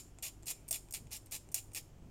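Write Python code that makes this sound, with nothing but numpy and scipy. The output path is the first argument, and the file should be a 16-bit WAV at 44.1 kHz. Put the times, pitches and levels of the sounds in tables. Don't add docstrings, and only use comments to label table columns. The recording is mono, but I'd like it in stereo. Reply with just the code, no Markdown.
import sys
import numpy as np
from scipy import signal
from scipy.fft import rfft, irfft
from scipy.io import wavfile

SR = 44100
rng = np.random.default_rng(int(sys.argv[2]) if len(sys.argv) > 2 else 0)


def inscribe(sig):
    pcm = np.round(np.clip(np.atleast_2d(sig).T, -1, 1) * 32767)
    wavfile.write(sys.argv[1], SR, pcm.astype(np.int16))


N = 92610
LEAD = SR // 4
T = np.arange(-LEAD, N) / SR

STROKES = [(-0.075, 0.011, 0.057, 0.0097, -34, 1.5, -1, 7440, 2, 0),
           (0.225, 0.0034, 0.061, 0.0065, -34.5, -7, 0, 2900, 2, 0),
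           (0.461, .020, 0.05, 0.008, -34, 3.5, -3.5, 7000, 2, 0),
           (0.7285, 0.005, 0.032, 0.012, -32.5, -3, -3.5, 10200, 3, 3),
           (0.936, .003, 0.038, 0.01, -33, -7.5, -2, 2350, 1, 3),
           (1.107, .020, 0.063, 0.0067, -38.5, -7, 1, 5300, 3, 1),
           (1.312, 0.011, 0.052, 0.007, -34.5, -1, -3, 8400, 3, 1),
           (1.545, 0.005, 0.044, 0.012, -31, -4, -6.5, 7000, 2, 0),
           (1.7465, 0.0026, 0.037, 0.01, -34.5, -1.5, -1, 2000, 2, 0)]
# t/s, length/s, level/dB
SNAGS = [(0.2248, 0.007, -35), (0.4578, .003, -41), (0.466, 0.0065, -35), (0.503, .005, -33.5),
         (0.6805, 0.003, -42), (0.6863, 0.002, -33.5), (0.693, 0.0022, -42), (0.709, 0.0052, -24),
         (0.7148, 0.0046, -28), (0.727, 0.003, -27), (0.909, 0.0014, -31), (0.9244, 0.0014, -33),
         (0.937, 0.004, -31), (1.131, 0.0012, -28), (1.165, 0.0024, -33), (1.2595, 0.0043, -48),
         (1.311, .003, -40), (1.3195, .003, -36), (1.517, 0.0086, -46), (1.733, 0.0069, -46),
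         (1.5432, 0.0026, -18), (1.5495, 0.005, -33), (1.748, 0.0018, -27)]
# t/s, level/dB
SCRATCHES = [(.2395, -33), (.2835, -36), (.4815, -24.5), (.728, -23), (.7448, -30), (.7595, -24),
             (.947, -26.5), (1.3235, -27.5), (1.3305, -46), (1.759, -49), (1.7785, -41.5)]
# t/s, level/dB
TOUCHES = [(0.1865, -39), (0.426, -46), (0.432, -39), (0.8865, -44), (1.108, -40), (1.2695, -40),
           (1.0703, -44), (1.4888, -41), (1.718, -40)]
# f/Hz, level/dB
SNAG_COLOUR = [(600, -8.5), (2000, -10), (4000, -15), (5500, -2.5), (7700, -4), (8450, 6.5), (9250, 2),
               (12000, -2), (15000, 3.5)]
# f/Hz, level/dB
TOUCH_COLOUR = [(1300, 15), (2400, 4.5), (4300, -3), (8400, 6), (15000, -11.5)]
# f/Hz, level/dB
LEFT_COLOUR = [(150, -49), (600, -14), (1000, -16.5), (1450, -27), (2050, -3.5), (2500, -4.5), (3500, -9),
               (5200, -6), (6100, -16.5), (7100, -2.5), (7950, -6.5), (8350, 2.5), (8750, -2), (9200, -3),
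               (10000, -2), (11500, -6.5), (13200, -14), (14800, -10), (15600, -23.5)]
RIGHT_COLOUR = [(150, -49), (600, -14), (1400, -13), (1850, -25), (2300, -9.5), (2900, -3.5), (4200, -8.5),
                (5000, -6.5), (5400, 2.5), (5850, -5), (6500, -1), (6900, -0.5), (7250, 5), (8000, -10),
                (9000, -11.5), (11000, -7), (11900, -5), (13500, -9), (14900, -8), (15600, -14)]
# f/Hz, level/dB
ECHO_COLOUR = [(300, -24), (2500, -3.5), (4000, 5.5), (6000, 5), (7100, 9.5), (8000, 4), (11000, 4.5),
               (15000, 1)]
# t/s, width/s, level/dB
HAND_SWELLS = [(.45, 0.053, -59.5), (1.036, 0.082, -53.5), (1.5, 0.019, -56), (1.7, 0.042, -61),
               (2.06, 0.13, -53.5)]
# f/Hz, level/dB
AIR_COLOUR = [(12, -2.5), (25, 0), (45, -2), (68, -6), (125, -5.5), (200, -13), (320, -10), (480, -18),
              (750, -20.5), (1100, -26.5), (1700, -32), (3000, -31.5), (3900, -38.5), (5200, -36),
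              (7200, -34), (10000, -42), (13000, -42.5), (15000, -44.5)]
# f/Hz, level/dB
HUM_TONES = [(47.5, -68), (99.3, -67.5), (145, -74)]

GRAINS_PER_S, GRAIN_SPREAD_DB = 7000, 4
SHARED_GRIT = 0.46
JUDDER_HZ, JUDDER_DB = 150, 1.5


def strokes():
    grains = grit() * from_db(JUDDER_DB * drift(JUDDER_HZ))
    body = signal.lfilter(*signal.butter(1, 18200, fs=SR), grains)
    total = 0
    for start, rise, length, lift, db, change_db, body_db, hz, boost_db, pan_db in STROKES:
        progress = np.clip((T - start) / length, 0, 1)
        pressure = envelope(start, rise, length, lift) * from_db(db + change_db * progress)
        balance = from_db([[pan_db / 2], [-pan_db / 2]])
        rasp = pressure * (grains + (from_db(body_db) - 1) * body) * balance
        resonance = signal.lfilter(*signal.iirpeak(hz, Q=6, fs=SR), rasp + 1e-18)
        total = total + rasp + (from_db(boost_db) - 1) * resonance
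    return total


def grit():
    shape = (3, len(T))
    sizes = from_db(GRAIN_SPREAD_DB * np.minimum(rng.exponential(1, shape), 4))
    signs = rng.choice([-1, 1], shape)
    hits = rng.random(shape) < GRAINS_PER_S / SR
    clicks = rms_one(sizes * signs * hits)
    return np.sqrt(SHARED_GRIT) * clicks[0] + np.sqrt(1 - SHARED_GRIT) * clicks[1:]


def snags(squeak_hz=8460, squeak_db=-11):
    catch = sum(from_db(db) * envelope(start, 0.00012, length, 0.0004) for start, length, db in SNAGS)
    squeak = from_db(squeak_db) * catch * np.sin(2 * np.pi * squeak_hz * T + drift(JUDDER_HZ))
    return convolve(grit() * catch, colour(SNAG_COLOUR)) + squeak


def ticks(events, fade_s):
    return grit() * sum(from_db(db) * envelope(start, 1 / SR, 0, fade_s) for start, db in events)


def board_knock(start=0.7095, hz=660, db=-45.5, t60=0.049):
    age = np.maximum(T - start, 0)
    return from_db(db - 60 * age / t60) * np.sin(2 * np.pi * hz * age)


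def echoes(sound, t60, delay_s):
    t = np.arange(SR // 2) / SR
    tail = rng.standard_normal((2, len(t))) * from_db(-60 * t / t60) * (t > delay_s)
    return convolve(sound, tail / np.linalg.norm(tail, axis=1, keepdims=True))


def lingering_hiss(start=0.51, hz=2390, db=-68):
    band = signal.lfilter(*signal.iirpeak(hz, Q=12, fs=SR), rng.standard_normal((2, len(T))))
    return from_db(db) * rms_one(band) * envelope(start, 1 / SR, 0, fade_s=0.13)


def hand_rumble(low_hz=41, high_hz=116):
    rumble = butter(butter(rng.standard_normal(len(T)), low_hz, "high"), high_hz, "low")
    swells = sum(from_db(db) * np.exp(-((T - peak) / width) ** 2) for peak, width, db in HAND_SWELLS)
    return rms_one(rumble) * swells


def room_air(db=-58.5, apart_hz=870):
    common, side = rng.standard_normal((2, len(T)))
    side = signal.lfilter(*signal.butter(1, apart_hz, "high", fs=SR), side)
    side += from_db(-6.5) * rng.standard_normal(len(T))
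    return from_db(db) * rms_one(convolve([common + side, common - side], colour(AIR_COLOUR)))


def mains_hum(waver_hz=3.55, depth=0.75):
    hum = 0
    for hz, db in HUM_TONES:
        waver = 1 + depth * (drift(waver_hz) + 1j * drift(waver_hz))
        hum = hum + from_db(db) * np.sqrt(2) * np.real(waver * np.exp(2j * np.pi * hz * T))
    return hum


def from_db(db):
    return 10 ** (np.asarray(db) / 20)


def rms_one(x):
    return x / np.sqrt(np.mean(x ** 2) + 1e-20)


def butter(x, hz, kind):
    return signal.sosfilt(signal.butter(2, hz, kind, fs=SR, output="sos"), x)


def convolve(x, response):
    return signal.fftconvolve(np.atleast_2d(x), np.atleast_2d(response), axes=1)[:, :len(T)]


def colour(points, size=8192):
    hz, db = np.transpose(points)
    bins = np.maximum(np.arange(size // 2 + 1) * SR / size, 1)
    gains = from_db(np.interp(np.log(bins), np.log(hz), db))
    cepstrum = irfft(np.log(gains))
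    cepstrum[1:size // 2] *= 2
    cepstrum[size // 2 + 1:] = 0
    response = irfft(np.exp(rfft(cepstrum)))
    return response / np.linalg.norm(response)


def drift(hz):
    pole = np.exp(-2 * np.pi * hz / SR)
    return rms_one(signal.lfilter([1], [1, -2 * pole, pole * pole], rng.standard_normal(len(T))))


def envelope(start, rise_s, length_s, fade_s):
    return np.clip((T - start) / rise_s, 0, 1) * np.exp(-np.maximum(T - start - length_s, 0) / fade_s)


def scene():
    microphones = [from_db(-5.5) * colour(LEFT_COLOUR), from_db(-5) * colour(RIGHT_COLOUR)]
    touches = convolve(ticks(TOUCHES, fade_s=0.001), colour(TOUCH_COLOUR))
    rasp = strokes() + snags() + ticks(SCRATCHES, fade_s=0.0012) + touches
    filing = convolve(rasp, microphones) + board_knock()
    near_echo = from_db(-2) * echoes(filing, t60=0.062, delay_s=0)
    room_echo = from_db(-16) * convolve(echoes(filing, t60=0.32, delay_s=0.013), colour(ECHO_COLOUR))
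    background = hand_rumble() + room_air() + mains_hum()
    return (filing + near_echo + room_echo + background + lingering_hiss())[:, LEAD:]


def record(dry):
    return signal.sosfilt(signal.ellip(10, .1, 80, 15800, fs=SR, output="sos"), dry)


dry = scene()
out = record(dry)
inscribe(out)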